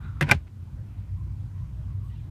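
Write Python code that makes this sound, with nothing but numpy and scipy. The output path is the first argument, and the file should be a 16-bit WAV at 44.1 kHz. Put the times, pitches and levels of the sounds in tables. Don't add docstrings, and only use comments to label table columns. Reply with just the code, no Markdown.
import sys
import numpy as np
from scipy import signal
from scipy.io import wavfile
from scipy.ndimage import uniform_filter1d

SR = 44100
rng = np.random.default_rng(int(sys.argv[2]) if len(sys.argv) > 2 else 0)


def wrap_up_sound(samples):
    columns = np.atleast_2d(samples).T
    tamed = np.clip(columns, -1, 1)
    steps = np.round(tamed * 32767).astype(np.int16)
    wavfile.write(sys.argv[1], SR, steps)


def to_linear_factor(level_db):
    exponent = np.asarray(level_db, float) / 20
    return 10 ** exponent


N = 101429

# (frequency [Hz], level [dB], t60 [s])
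LID_MODES = [(245, -1.5, 0.073), (559.7, -9, 0.054), (780, -3.5, 0.021), (1010, -11, 0.095),
             (1580, -2, 0.024), (1810, -7, 0.031), (2094, -0.5, .018), (2450, -3.5, 0.01797),
             (2900, -14, 0.03), (3240, -15.5, .015), (4396, -19, 0.00632), (5400, -17.5, 0.009),
             (7000, -29.5, 0.0027), (8760, -24, .006)]
# (frequency [Hz], density [dB per Hz])
CRACK_COLOUR = [(200, -27.5), (800, -14.5), (2200, -8), (4000, -11.5), (6000, -16.5), (10000, -13),
                (13000, -23), (15500, -34.5)]


def rms_one(x):
    return x / np.sqrt(np.mean(x ** 2) + 1e-20)


def in_time(rows):
    return np.interp(np.arange(N) / SR, *np.transpose(rows))


def drift(rate_hz):
    r = np.exp(-2 * np.pi * rate_hz * 40 / SR)
    settle = 2000
    chance = rng.standard_normal(N // 40 + 2 + settle)
    slow = signal.lfilter([1], [1, -2 * r, r * r], chance)[settle:]
    return np.interp(np.arange(N) / 40, np.arange(len(slow)), np.clip(rms_one(slow), -2, 2))


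def ring(x, hz, t60):
    r = to_linear_factor(-60 / (t60 * SR))
    w = 2 * np.pi * hz / SR
    return signal.lfilter([0, np.sin(w)], [1, -2 * r * np.cos(w), r * r], x + 1e-18)


def narrow_noise(hz, width_hz):
    t60 = np.log(1000) / np.pi / width_hz
    noise = rng.standard_normal(N + SR // 2)
    return rms_one(ring(ring(noise, hz, t60), hz, t60)[SR // 2:])


def banded_noise(spectrum, patchy_db):
    swell_share, patchy_up_to_hz = 0.25, 2500
    edges = 160 * 2 ** np.arange(0, 6.9, 1 / 3)
    together = drift(2.5)
    white = rng.standard_normal((2, N))
    hz, density_db = np.transpose(spectrum)
    out = 0
    for k, (low, high) in enumerate(zip(edges, edges[1:])):
        band = signal.sosfilt(signal.butter(2, [low, high], "band", fs=SR, output="sos"), white[k % 2])
        level_db = np.interp(np.log(low * high) / 2, np.log(hz), density_db)
        depth_db = patchy_db * min(1, patchy_up_to_hz / high)
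        flicker = swell_share * together + drift(5.6)
        out = out + band * to_linear_factor(level_db + depth_db * flicker)
    return rms_one(out)


def dull(x):
    return signal.sosfilt(signal.butter(2, 5000, fs=SR, output="sos"), x)


def decaying_level(force, t60):
    return np.sqrt(signal.lfilter([1], [1, -to_linear_factor(-120 / (t60 * SR))], force))


def soft_pushes(events):
    out = np.zeros(N)
    for s, hz, db, t60, rise in events:
        t = np.maximum(np.arange(N) / SR - s, 0)
        out -= to_linear_factor(db - 60 * t / t60) * (1 - np.exp(-t / rise)) * np.sin(2 * np.pi * hz * t)
    return out


def lid():
    # (time [s], peak [dB], chatter length [s], favoured pitch [Hz], crack [dB])
    contacts = [(.2102, -21, 0.003, 2030, -15), (.2125, -22.5, 0.0027, 2100, -28),
                (.2150, -19.5, 0.0017, 1900, -35), (0.218, -29.5, .004, 2250, -15),
                (.2232, -24.5, .006, 2170, -16), (0.233, -32.5, .004, 2300, -24),
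                (0.241, -36, .006, 1200, -26), (.2830, -35.5, .006, 1100, -30),
                (0.29, -31, 0.004, 2400, -22), (0.2939, -26, .003, 2402, -24.5),
                (0.2961, -26, .007, 1199, -34), (.3050, -30, 0.0053, 2300, -18),
                (0.312, -20, .003, 2450, 2.5), (0.3173, -12.5, .005, 1766, -12.5),
                (0.323, -24.5, 0.0048, 1500, -21.5), (0.331, -30, 0.0061, 2400, -19.5),
                (0.344, -39.5, 0.0066, 1580, -15), (0.469, -55, 0.013, 1943, -36)]
    chatter_per_s, favour_db_per_octave = 2600, 8.5
    mode_split = 0.06
    snap_t60_s, echo_t60_s, echo_db = 0.02384, 0.11, -12.5
    out, force = np.zeros(N), np.zeros(N)
    t = np.arange(SR // 5) / SR
    for s, db, length, favoured_hz, crack_db in contacts:
        start = int(s * SR)
        here = slice(start, start + len(t))
        draw = rng.random((3, len(t)))
        struck = (draw[0] < chatter_per_s / SR) * (t < length)
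        clicks = struck * (1 - 0.2 * t / length) * (2 * draw[1] - 1)
        clicks[0] = 0.5136
        clicks *= to_linear_factor(db) / np.sqrt(1 + chatter_per_s * length / 6)
        force[here] += (to_linear_factor(crack_db) * clicks) ** 2
        for (hz, level_db, t60), luck in zip(LID_MODES, draw[2]):
            lean_db = -favour_db_per_octave * abs(np.log2(hz / favoured_hz))
            upper = ring(clicks, hz * (1 + mode_split * luck), t60)
            lower = ring(clicks, hz * (1 - mode_split * (1 - luck)), t60)
            out[here] += to_linear_factor(level_db + lean_db + 3.8 * (luck - 1.5)) * (upper + lower)
    spray = banded_noise(CRACK_COLOUR, patchy_db=0)
    crack = decaying_level(force, snap_t60_s) * spray
    echo = to_linear_factor(echo_db) * decaying_level(force, echo_t60_s) * dull(spray)
    return out + crack + echo


def latch():
    # (time [s], level [dB])
    drag = [(.222, -48.5), (.232, -37), (.256, -46), (.272, -41), (.286, -39), (.293, -32), (.303, -36),
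            (.311, -28.5), (.35, -47), (.38, -58), (.42, -70.5)]
    slips_per_s, slip_cut_hz, hiss_db = 2200, 5000, -8.5
    slips = (rng.random(N) < slips_per_s / SR) * rng.standard_normal(N)
    slips = signal.sosfilt(signal.butter(1, slip_cut_hz, fs=SR, output="sos"), slips)
    body = 0
    for k, (hz, db, t60) in enumerate(LID_MODES):
        body = body + to_linear_factor(db) * ring(slips, hz, 0.482 * t60) * (-1) ** k
    t = np.arange(N) / SR
    stroke = to_linear_factor(in_time(drag)) * (t > drag[0][0]) * (t < drag[-1][0])
    rise = np.clip(stroke / to_linear_factor(-31), 0.6, 1.2)
    hiss = to_linear_factor(hiss_db) * dull(banded_noise(CRACK_COLOUR, patchy_db=0.5)) * rise
    return stroke * (rms_one(body) + hiss)


def pawl():
    # (time [s], frequency [Hz], level [dB], t60 [s], rise [s])
    rings = [(.3123, 2380, -5, .034, .001), (.3140, 2514, -20, .03, .001), (.3165, 1545, -7, .035, .001),
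             (.3168, 2050, -8, .028, .001), (.3160, 5636, -16, .016, .001), (.3190, 680, -22, .04, .001),
             (.3150, 2810, -20, .03, .001), (.2958, 1480, -17, .04, .001), (.2960, 1000, -23, .04, .001),
             (.3185, 1180, -19, .03, .001), (.2140, 1900, -17, .015, .0006)]
    return soft_pushes(rings)


def dashboard():
    # (time [s], frequency [Hz], level [dB], t60 [s], rise [s])
    thuds = [(0.2137, 146.7, -0.5, 0.1002, 0.027), (0.18, 75, -23.5, 0.18, 0.0089),
             (0.215, 346, -22.5, 0.084, 0.00443), (.216, 563, -27.5, 0.08, 0.0014),
             (0.238, 241, -31.5, 0.16, 0.0063), (0.3088, 122, 2, 0.05, 0.015),
             (.3165, 820, -15.5, 0.056, 0.00082), (0.3166, 205.4, -18, .04, 0.001),
             (.319, 404, -26, 0.087, 0.0022), (.318, 566, -27, .07, .002), (0.3378, 80, -15, 0.17, 0.012),
             (0.3495, 160, -21, .05, 0.001), (.335, 140, -24, .1, .003), (.222, 270, -27, .1, .003),
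             (0.723, 192, -41, 0.078, 0.0028)]
    return soft_pushes(thuds)


def damper():
    # (time [s], level [dB])
    swing = [(0, -58), (.04, -51.5), (.07, -53), (.12, -58.5), (.17, -58.5), (.195, -56), (.21, -51),
             (.23, -76), (.3, -94)]
    # (frequency [Hz], width [Hz], level [dB])
    resonances = [(310, 130, -1.5), (1400, 260, 2.5), (1280.3, 590, -1), (2001, 430, -10), (2450, 711, -11),
                  (3698, 450, -11), (3220, 2000, -13)]
    pitch_per_db, wander, bright = 0.004, 0.02, 0.6
    level_db = in_time(swing)
    slack_db = np.clip(level_db - level_db.max(), -12, 0)
    rub = 0
    for hz, width_hz, db in resonances:
        tilt_db = bright * max(np.log2(hz / 1400), 0) * slack_db
        rub = rub + to_linear_factor(db + 0.98 * drift(25) + tilt_db) * narrow_noise(hz, width_hz)
    place = np.cumsum(1 + pitch_per_db * (slack_db + 6.0) + wander * drift(9.7))
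    return to_linear_factor(level_db) * rms_one(np.interp(place, np.arange(N), rub))


def seat():
    # (time [s], length [s], frequency [Hz], width [Hz], level [dB])
    rustles = [(2.01, 0.11, 12900, 4000, -77), (2.02, 0.11, 8600, 2500, -78), (2.0, 0.12, 1100, 130, -67),
               (2.125, 0.035, 950, 120, -68), (2.06, 0.2, 3250, 1900, -71), (2.145, .025, 3950, 140, -70),
               (2.095, .055, 1930, 90, -68), (2.09, .03, 2900, 110, -73), (2.145, .05, 2800, 130, -71),
               (2.185, .03, 2380, 120, -71), (2.17, .03, 3400, 140, -74), (1.82, .025, 3300, 140, -75),
               (.78, 0.36, 2460, 1230, -72), (1.76, 0.1, 618, 130, -65), (0.755, .08, 560, 140, -64),
               (.655, 0.05, 916, 140, -67), (1.15, .11, 1040, 160, -66), (1.53, .14, 1030, 160, -66),
               (1.83, .13, 1080, 180, -66), (.76, .07, 1700, 500, -70)]
    t = np.arange(N) / SR
    out = 0
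    for s, length, hz, width_hz, db in rustles:
        swell = np.sin(np.pi * np.clip((t - s) / length, 0, 1))
        out = out + to_linear_factor(db) * swell * narrow_noise(hz, width_hz)
    return out


def cabin():
    # (time [s], level [dB])
    traffic = [(0.36, -34.5), (0.42, -44), (0.5, -46.5), (0.628, -36.5), (0.682, -41), (0.748, -33.5),
               (0.904, -39.5), (0.926, -40), (0.99, -34.5), (1.05, -39.5), (1.142, -32.5), (1.472, -33.5),
               (1.498, -36), (1.616, -30), (1.708, -36.5), (1.79, -33), (2.3, -36)]
    # (frequency [Hz], width [Hz], level [dB])
    air_modes = [(57.9, 13.7, -2.5), (77, 4.7, -20.5), (94.6, 14.9, 0.5), (118, 49, -4.5), (147.5, 20, -14)]
    # (frequency [Hz], density [dB per Hz])
    wash_colour = [(150, -1.5), (210, -11), (310, -18), (420, -30), (1060, -32.5), (2600, -41),
                   (7000, -48.5), (15500, -54)]
    boom_even = 0.25
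    leak_follows = 0.13
    level_db = in_time(traffic)
    boom = sum(to_linear_factor(db) * narrow_noise(hz, width_hz) for hz, width_hz, db in air_modes)
    boom = rms_one(boom / uniform_filter1d(boom ** 2, size=2600) ** (boom_even / 2))
    wash = to_linear_factor(-54) * banded_noise(wash_colour, patchy_db=2.0)
    tyres = to_linear_factor(-77 + 2.5 * drift(4)) * narrow_noise(990.4, 260)
    leak = to_linear_factor(leak_follows * (level_db - level_db.mean())) * (wash + tyres)
    rumble = to_linear_factor(-68) * narrow_noise(38, 25)
    return to_linear_factor(level_db) * boom + leak + rumble


def scene():
    return (lid() + latch() + pawl() + dashboard() + damper() + seat() + cabin())[None]


def low_pass(x):
    return signal.sosfilt(signal.butter(12, 16690, fs=SR, output="sos"), x)


def record(dry):
    low_hz, top_hz, edge_s = 43.7, 16100, 0.006
    x = signal.sosfilt(signal.butter(4, low_hz, "high", fs=SR, output="sos"), dry)
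    x = np.tanh(x / 0.9)
    x = signal.sosfilt(signal.cheby2(12, 50, top_hz, fs=SR, output="sos"), x)
    to_edge = np.minimum(np.arange(N), N - np.arange(N))
    return low_pass(x * np.clip(to_edge / (edge_s * SR), 0, 1))


dry = scene()
out = record(dry)
wrap_up_sound(out)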